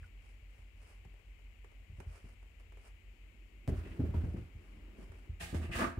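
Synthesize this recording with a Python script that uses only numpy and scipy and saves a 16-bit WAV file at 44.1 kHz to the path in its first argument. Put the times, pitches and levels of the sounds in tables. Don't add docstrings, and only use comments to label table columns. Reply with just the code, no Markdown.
import sys
import numpy as np
from scipy import signal
from scipy.fft import rfft, irfft
from scipy.io import wavfile
from scipy.ndimage import uniform_filter1d

SR = 44100
rng = np.random.default_rng(int(sys.argv[2]) if len(sys.argv) > 2 else 0)


def store_wav(level_fs):
    pcm = np.round(np.clip(np.atleast_2d(level_fs), -1, 1) * 32767)
    wavfile.write(sys.argv[1], SR, pcm.T.astype(np.int16))


N = 264159
TIME = np.arange(N) / SR
FREQS = np.maximum(np.fft.rfftfreq(N, 1 / SR), 1)
CHASE_S, ROOM_T60_S = 3.6776, 0.38


def from_db(db):
    return np.exp(np.asarray(db) * (np.log(10) / 20))


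def rms_one(x):
    return x / np.sqrt(np.mean(x ** 2) + 1e-20)


def together(envelopes):
    return np.sqrt(sum(e ** 2 for e in envelopes))


def pan(left_db):
    return from_db(left_db * np.array([[.5], [-.5]]))


def shade(sound, left_db, above_hz):
    bass = signal.sosfilt(signal.butter(1, above_hz, fs=SR, output="sos"), sound)
    return bass + (sound - bass) * pan(left_db)


def over_hz(points):
    hz, value = np.transpose(points)
    return np.interp(np.log(FREQS), np.log(hz), value)


# freq_hz, left_right_correlation
LIKENESS = [(60, 0.83), (150, 0.8), (300, 0.79), (550, 0.45), (1000, 0.0021), (2000, 0.061), (5000, 0.089),
            (12000, -0.01)]
def colour(pair, spectrum):
    mid, side = rfft(pair) * from_db(over_hz(spectrum))
    alike = np.clip(over_hz(LIKENESS), -1, 1)
    stereo = np.sqrt(1 + alike) * mid + np.sqrt(1 - alike) * side * [[1], [-1]]
    return rms_one(irfft(stereo, N))


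def noise(spectrum):
    return colour(rng.standard_normal((2, N)), spectrum)


def grains(per_s, spread_db):
    size = from_db(spread_db * np.minimum(rng.exponential(1, N), 4))
    clicks = rng.random(N) < per_s / SR
    return rms_one(clicks * size * rng.standard_normal((2, N)))


def catching(depth_db):
    clumps = rms_one(uniform_filter1d(rng.standard_normal(N), size=SR // 100))
    return rms_one(from_db(depth_db * np.clip(clumps, -2, 2)))


def arch(start_s, length_s):
    part = (TIME - start_s) / length_s
    return np.sin(np.pi * part, where=(part > 0) & (part < 1), out=np.zeros(N))


def swipe(start_s, rise_s, hold_s, fade_db_per_s):
    age = TIME - start_s
    release = from_db(-fade_db_per_s * np.clip(age - rise_s - hold_s, 0, 2))
    return np.clip(age / rise_s, 0, 1) * release


def bursts(starts_s, levels_db, fall_s, rise_s, tail_db):
    power = np.zeros(N)
    for start_s, db in zip(starts_s, levels_db):
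        start = int(start_s * SR)
        age = TIME[:min(SR // 2, N - start)]
        attack = 1 - np.exp(-age / rise_s)
        decay = np.exp(-age / fall_s) + from_db(tail_db - 60 * age / ROOM_T60_S)
        power[start:start + len(age)] += (from_db(db) * attack * decay) ** 2
    return np.sqrt(power)


def ring(push, hz, t60_s):
    radius, angle = from_db(-60 / (t60_s * SR)), 2 * np.pi * hz / SR
    return signal.lfilter([0, np.sin(angle)], [1, -2 * radius * np.cos(angle), radius ** 2], push + 1e-18)


def resonance(x, hz, width_hz):
    radius, angle = np.exp(-np.pi * width_hz / SR), 2 * np.pi * hz / SR
    feed = np.array([1, 0, -1]) * (1 - radius ** 2) / 2
    return signal.lfilter(feed, [1, -2 * radius * np.cos(angle), radius ** 2], x)


def room(x, wet_db, t60_s):
    age = TIME[:SR // 2]
    echoes = rng.standard_normal((2, len(age))) * from_db(-60 * age / t60_s) * (age > .003)
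    echoes *= from_db(wet_db) / np.sqrt(np.sum(echoes ** 2) / 2)
    wet = signal.fftconvolve(x, echoes, axes=1)[:, :N]
    return (x + wet) / np.sqrt(1 + from_db(wet_db) ** 2)


# pitch_hz, level_db
HUM = [(43.44, -58.5), (49.59, -57.3)]
# freq_hz, gain_db
RUMBLE_EQ = [(20, -36), (40, -1), (58, -4.5), (85, 0), (115, -19), (150, -23), (220, -20), (370, -25),
             (500, -29.5), (1000, -33.5), (2000, -34), (3500, -43), (6000, -55), (15500, -47.5)]
# freq_hz, gain_db
HISS_EQ = [(600, -11.5), (1000, -16), (1600, -12.5), (2150, 2.5), (2600, 0.5), (3000, -2.5), (3500, -15),
           (4500, -17.5), (6000, -23.5), (6900, -16.5), (8300, -21), (10000, -33), (12300, -22),
           (15500, -50)]
def room_tone(hum_db, rumble_db, hiss_db, hiss_left_db):
    hum = sum(from_db(db + hum_db) * np.cos(2 * np.pi * hz * TIME) for hz, db in HUM)
    rumble = from_db(rumble_db) * noise(RUMBLE_EQ)
    hiss = from_db(hiss_db) * noise(HISS_EQ) * pan(hiss_left_db)
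    return hum + rumble + hiss


# start_s, length_s, level_db
STROKES = [(0.0, 0.1, -76), (0.19, 0.19, -75), (0.47, 0.19, -77), (0.768, .23, -69), (1.956, 0.092, -74),
           (2.057, 0.19, -66.5), (2.227, .13, -71), (2.585, 0.039, -75), (2.755, 0.17, -74.5),
           (2.824, 0.089, -67.5), (3.674, 0.034, -53.5), (3.74, 0.078, -64.5), (3.797, 0.22, -71),
           (4.098, 0.4, -73), (4.57, 0.25, -75.5), (4.946, 0.17, -69.5), (5.09, 0.2, -75)]
# freq_hz, gain_db
FUR_EQ = [(150, -18), (290, 6), (400, 15), (650, 12), (1400, 8), (2700, 3), (3800, -9.5), (4900, -1),
          (6300, -6), (8000, -3.5), (9600, -3), (11800, -12), (16000, -28)]
def brushing(fur_db, fidget_db, left_db):
    strokes = together(from_db(db) * arch(start_s, length_s) for start_s, length_s, db in STROKES)
    fibres = grains(per_s=9000, spread_db=1.6) * catching(depth_db=1.8)
    fur = from_db(fur_db) * (from_db(fidget_db) + strokes) * colour(fibres, FUR_EQ)
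    return shade(fur, left_db * (TIME < CHASE_S), above_hz=2700)


# start_s, push_db, slap_db
LANDINGS = [(0.010, -41, -77), (0.419, -48.5, -87), (0.586, -55, -77), (1.053, -50.5, -64.5),
            (1.895, -47.5, -66.5), (1.928, -46, -78), (1.983, -47, -56), (2.063, -35.5, -68),
            (2.104, -45, -78.5), (2.240, -49, -57), (3.68, -29.5, -31), (3.719, -31, -42),
            (3.771, -27.5, -64), (3.857, -53, -52), (3.9, -39, -72), (3.991, -32, -41),
            (3.999, -32.5, -36.5), (4.023, -31, -60), (4.038, -39.5, -37.5), (4.088, -33.5, -46.5),
            (4.144, -33, -41.5), (4.166, -39, -48.5), (4.236, -30.5, -46), (4.282, -35, -60),
            (4.337, -40.5, -43), (4.376, -37, -45.5), (4.418, -41, -64.5), (4.549, -44.5, -65),
            (4.77, -56, -68), (4.985, -62, -49), (5.015, -57, -51.5), (5.093, -43.5, -74), (5.29, -34, -64),
            (5.424, -40, -73.5), (5.527, -40.5, -38.5), (5.544, -67, -36), (5.597, -46, -42),
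            (5.64, -46.5, -46), (5.693, -38.5, -43), (5.752, -32, -64), (5.815, -41, -49),
            (5.868, -40.5, -63), (5.974, -35, -45)]
# pitch_hz, level_db, t60_s
FLOOR_MODES = [(61.5, -10.5, 0.3), (83.9, -1.5, 0.27), (112.2, 0.5, 0.12), (164.9, -6.5, 0.18),
               (217, -6, 0.12), (261.4, -16, 0.3), (377, -34, 0.27)]
# freq_hz, gain_db
PAD_EQ = [(30, -17), (120, -12), (180, -1.5), (250, -3.5), (380, -3.5), (480, -15), (600, -14.5),
          (740, -21), (1500, -55), (4000, -59.5)]
def paws(boom_db, slap_db, side_db):
    hard_contact_s, doubling_db = 0.0029, 18
    push = np.zeros(N)
    for start_s, push_db, pad_db in LANDINGS:
        contact_s = hard_contact_s * 2 ** ((push_db - pad_db) / doubling_db)
        pulse = arch(start_s, contact_s) ** 2 * 2 / (contact_s * SR)
        push += from_db(push_db + boom_db) * pulse
    boom = sum(from_db(db) * ring(push, hz, t60_s) * pan(side_db * (-1) ** k)
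               for k, (hz, db, t60_s) in enumerate(FLOOR_MODES))
    boom = signal.sosfilt(signal.butter(4, 46, "high", fs=SR, output="sos"), boom)
    starts_s, _, pads_db = np.transpose(LANDINGS)
    slaps = noise(PAD_EQ) * bursts(starts_s, pads_db + slap_db, fall_s=.012, rise_s=.002, tail_db=-10)
    return boom + slaps


# start_s, level_db, pitch_hz, t60_s
TAPS = [(0.031, -46.5, 1680, 0.01), (0.041, -51.5, 1463, 0.051), (3.687, -20, 116, 0.039),
        (3.995, -23, 261, 0.11), (4.141, -48, 953, 0.14), (4.166, -22.5, 80.1, 0.32),
        (4.238, -34.5, 230, 0.087), (4.341, -33, 177, 0.11), (5.404, -46.5, 171.4, 0.58),
        (5.548, -28, 81, 0.98), (5.815, -24.5, 202, 0.089)]
def taps(gain_db, wet_db):
    rings = np.zeros(N)
    for start_s, db, hz, t60_s in TAPS:
        age = np.maximum(TIME - start_s, 0)
        attack = np.minimum(2 * hz * age, 1)
        decay = from_db(db + gain_db - 60 * np.minimum(age / t60_s, 2))
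        rings += attack * decay * np.sin(2 * np.pi * hz * age)
    return room(rings * np.ones((2, 1)), wet_db, t60_s=0.59)


# start_s, level_db
PLUCKS = [(1.049, -61), (1.139, -65), (1.193, -67), (1.391, -67), (1.645, -58.5), (1.716, -62.5),
          (2.002, -48.5), (2.428, -62.5), (2.599, -63), (2.722, -59), (2.771, -60), (2.905, -67.5),
          (5.119, -56.5), (5.409, -50), (5.545, -45), (5.752, -46), (5.791, -41)]
# freq_hz, gain_db
KNOCK_EQ = [(30, -25), (150, -37), (400, 15), (700, 6.5), (1300, 0), (2200, -10), (4000, -59), (9000, -58)]
# freq_hz, gain_db
SNAP_EQ = [(1000, 13), (2500, 12.5), (4000, -7), (6000, 0), (10000, -0.5), (12000, -11), (16000, -14)]
def claws(knock_db, snap_db, fall_s):
    starts_s, plucks_db = np.transpose(PLUCKS)
    knock = noise(KNOCK_EQ) * bursts(starts_s, plucks_db + knock_db, fall_s, rise_s=0.0012, tail_db=-16)
    snap = noise(SNAP_EQ) * bursts(starts_s, plucks_db + snap_db, fall_s, rise_s=0.00014, tail_db=-16)
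    return knock * pan(left_db=4) + snap * pan(left_db=-10.5)


# time_s, level_db
SHUFFLE_RIDE = [(3.0, -78.5), (3.7, -70), (3.85, -55.5), (4.22, -54), (4.27, -49.5), (4.4, -71.5),
                (4.58, -67.5), (4.92, -63), (5.38, -69)]
def shuffle(gain_db):
    times_s, levels_db = np.transpose(SHUFFLE_RIDE)
    moving = (TIME >= times_s[0]) & (TIME <= times_s[-1])
    return from_db(gain_db + np.interp(TIME, times_s, levels_db)) * moving * noise(PAD_EQ)


def cut_click(level_db, fall_s):
    age = np.maximum(TIME - CHASE_S, 0)
    return -from_db(level_db) * (age > 0) * np.exp(-age / fall_s)


# start_s, swish_db, fade_db_per_s, knock_db
BOUNDS = [(3.68, -61.5, 25, -72), (3.99, -64, 33, -67), (4.137, -59, 150, -48.5), (4.238, -65.5, 127, -53),
          (4.36, -68, 110, -54)]
# freq_hz, gain_db
NYLON_EQ = [(300, -1), (900, 2), (1600, 1.5), (2700, -5), (3600, -11), (6000, -18.5), (14000, -21.5)]
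def nylon_scuffle(swish_db, knock_db):
    bounds = together(from_db(db) * swipe(start_s, rise_s=.012, hold_s=.013, fade_db_per_s=fade)
                      for start_s, db, fade, _ in BOUNDS)
    tussle = from_db(-74.5) * arch(start_s=4.54, length_s=1)
    weave = grains(per_s=9000, spread_db=1.4) * catching(depth_db=1.5)
    swish = from_db(swish_db) * (bounds + tussle) * colour(weave, NYLON_EQ)
    starts_s, _, _, hits_db = np.transpose(BOUNDS)
    knocks = noise(KNOCK_EQ) * bursts(starts_s, hits_db + knock_db, fall_s=.017, rise_s=.002, tail_db=-18)
    return swish + knocks


# start_s, length_s, level_db
ZIPS = [(3.847, 0.039, -59), (3.907, 0.032, -59.5), (5.399, 0.018, -48), (5.623, 0.05, -56),
        (5.714, 0.04, -43), (5.753, 0.042, -55)]
def zips(gain_db, bands_hz, width_hz):
    drag = sum(from_db(db + gain_db) * np.sqrt(arch(start_s, length_s)) for start_s, length_s, db in ZIPS)
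    slips = grains(per_s=1800, spread_db=2)
    rasp = sum(resonance(resonance(slips, hz, width_hz), hz, width_hz) for hz in bands_hz)
    return room(drag * rms_one(rasp), wet_db=-2, t60_s=.28)


# start_s, hold_s, rasp_db, panel_db
SWIPES = [(5.396, 0.026, -55, -62), (5.47, 0.023, -66, -65.5), (5.533, 0.01, -62, -55.5),
          (5.607, 0.027, -69.5, -59), (5.709, 0.026, -59.5, -62), (5.746, 0.047, -53, -49.5),
          (5.835, 0.0067, -63, -43.5)]
# freq_hz, gain_db
RASP_EQ = [(200, -13), (430, 6.5), (600, -1), (780, 15.5), (1000, -1), (1850, 11), (2900, 7.5), (3700, 4),
           (6000, -2.5), (8700, 1.5), (11000, -5.5), (13000, -9.5), (15500, -12)]
# freq_hz, gain_db
DRIVE_EQ = [(100, 1), (5000, 0), (15000, -7)]
# pitch_hz, width_hz, level_db
PANEL_MODES = [(223, 64, 1), (263, 30, 5), (346, 7.6, 7.5), (534, 140, -8.5), (678, 30, 0), (892, 67, -5.5),
               (1199, 73, 1.5), (1370, 324, -3.5), (1590, 470, -5), (2530, 190, -13.5), (2770, 210, -21.5)]
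def scrabble(rasp_db, panel_db, leap_s, left_db):
    rasps, presses = [], []
    for start_s, hold_s, claw_db, press_db in SWIPES:
        shape = swipe(start_s, rise_s=0.011, hold_s=hold_s, fade_db_per_s=244)
        rasps.append(from_db(claw_db) * shape)
        presses.append(from_db(press_db) * shape)
    build_db_per_s, fade_db_per_s = 244, 220
    below_peak_db = np.maximum(build_db_per_s * (leap_s - TIME), fade_db_per_s * (TIME - leap_s))
    presses.append(from_db(-34.5 - below_peak_db))
    slips = grains(per_s=6000, spread_db=2)
    rasp = from_db(rasp_db) * together(rasps) * colour(slips, RASP_EQ)
    drive = colour(slips, DRIVE_EQ)
    panel = sum((-1) ** k * from_db(db) * resonance(drive, hz, width_hz)
                for k, (hz, width_hz, db) in enumerate(PANEL_MODES))
    rattle = from_db(panel_db) * together(presses) * rms_one(panel)
    box = room(rasp, wet_db=4.0, t60_s=0.12) + room(rattle, wet_db=-11.5, t60_s=0.48)
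    return shade(box, left_db, above_hz=670)


def scene():
    bed = room_tone(hum_db=3.0, rumble_db=-61.5, hiss_db=-77, hiss_left_db=23.0)
    steps = paws(boom_db=2.5, slap_db=0.0, side_db=2.5) + claws(knock_db=5.0, snap_db=-4, fall_s=0.0034)
    play = taps(gain_db=-2.0, wet_db=-21.5) + brushing(fur_db=1.5, fidget_db=-89, left_db=-10)
    splice = cut_click(level_db=-33, fall_s=.002)
    chase = nylon_scuffle(swish_db=2, knock_db=0.5) + shuffle(gain_db=0.5)
    box = scrabble(rasp_db=10.0, panel_db=4.5, leap_s=5.825, left_db=-3)
    scratches = zips(gain_db=1.5, bands_hz=(1940, 2520), width_hz=520)
    return bed + steps + play + splice + chase + box + scratches


def record(dry):
    cutoff_hz = 15750
    return signal.sosfilt(signal.ellip(12, .2, 70, cutoff_hz, fs=SR, output="sos"), dry)


dry = scene()
out = record(dry)
store_wav(out)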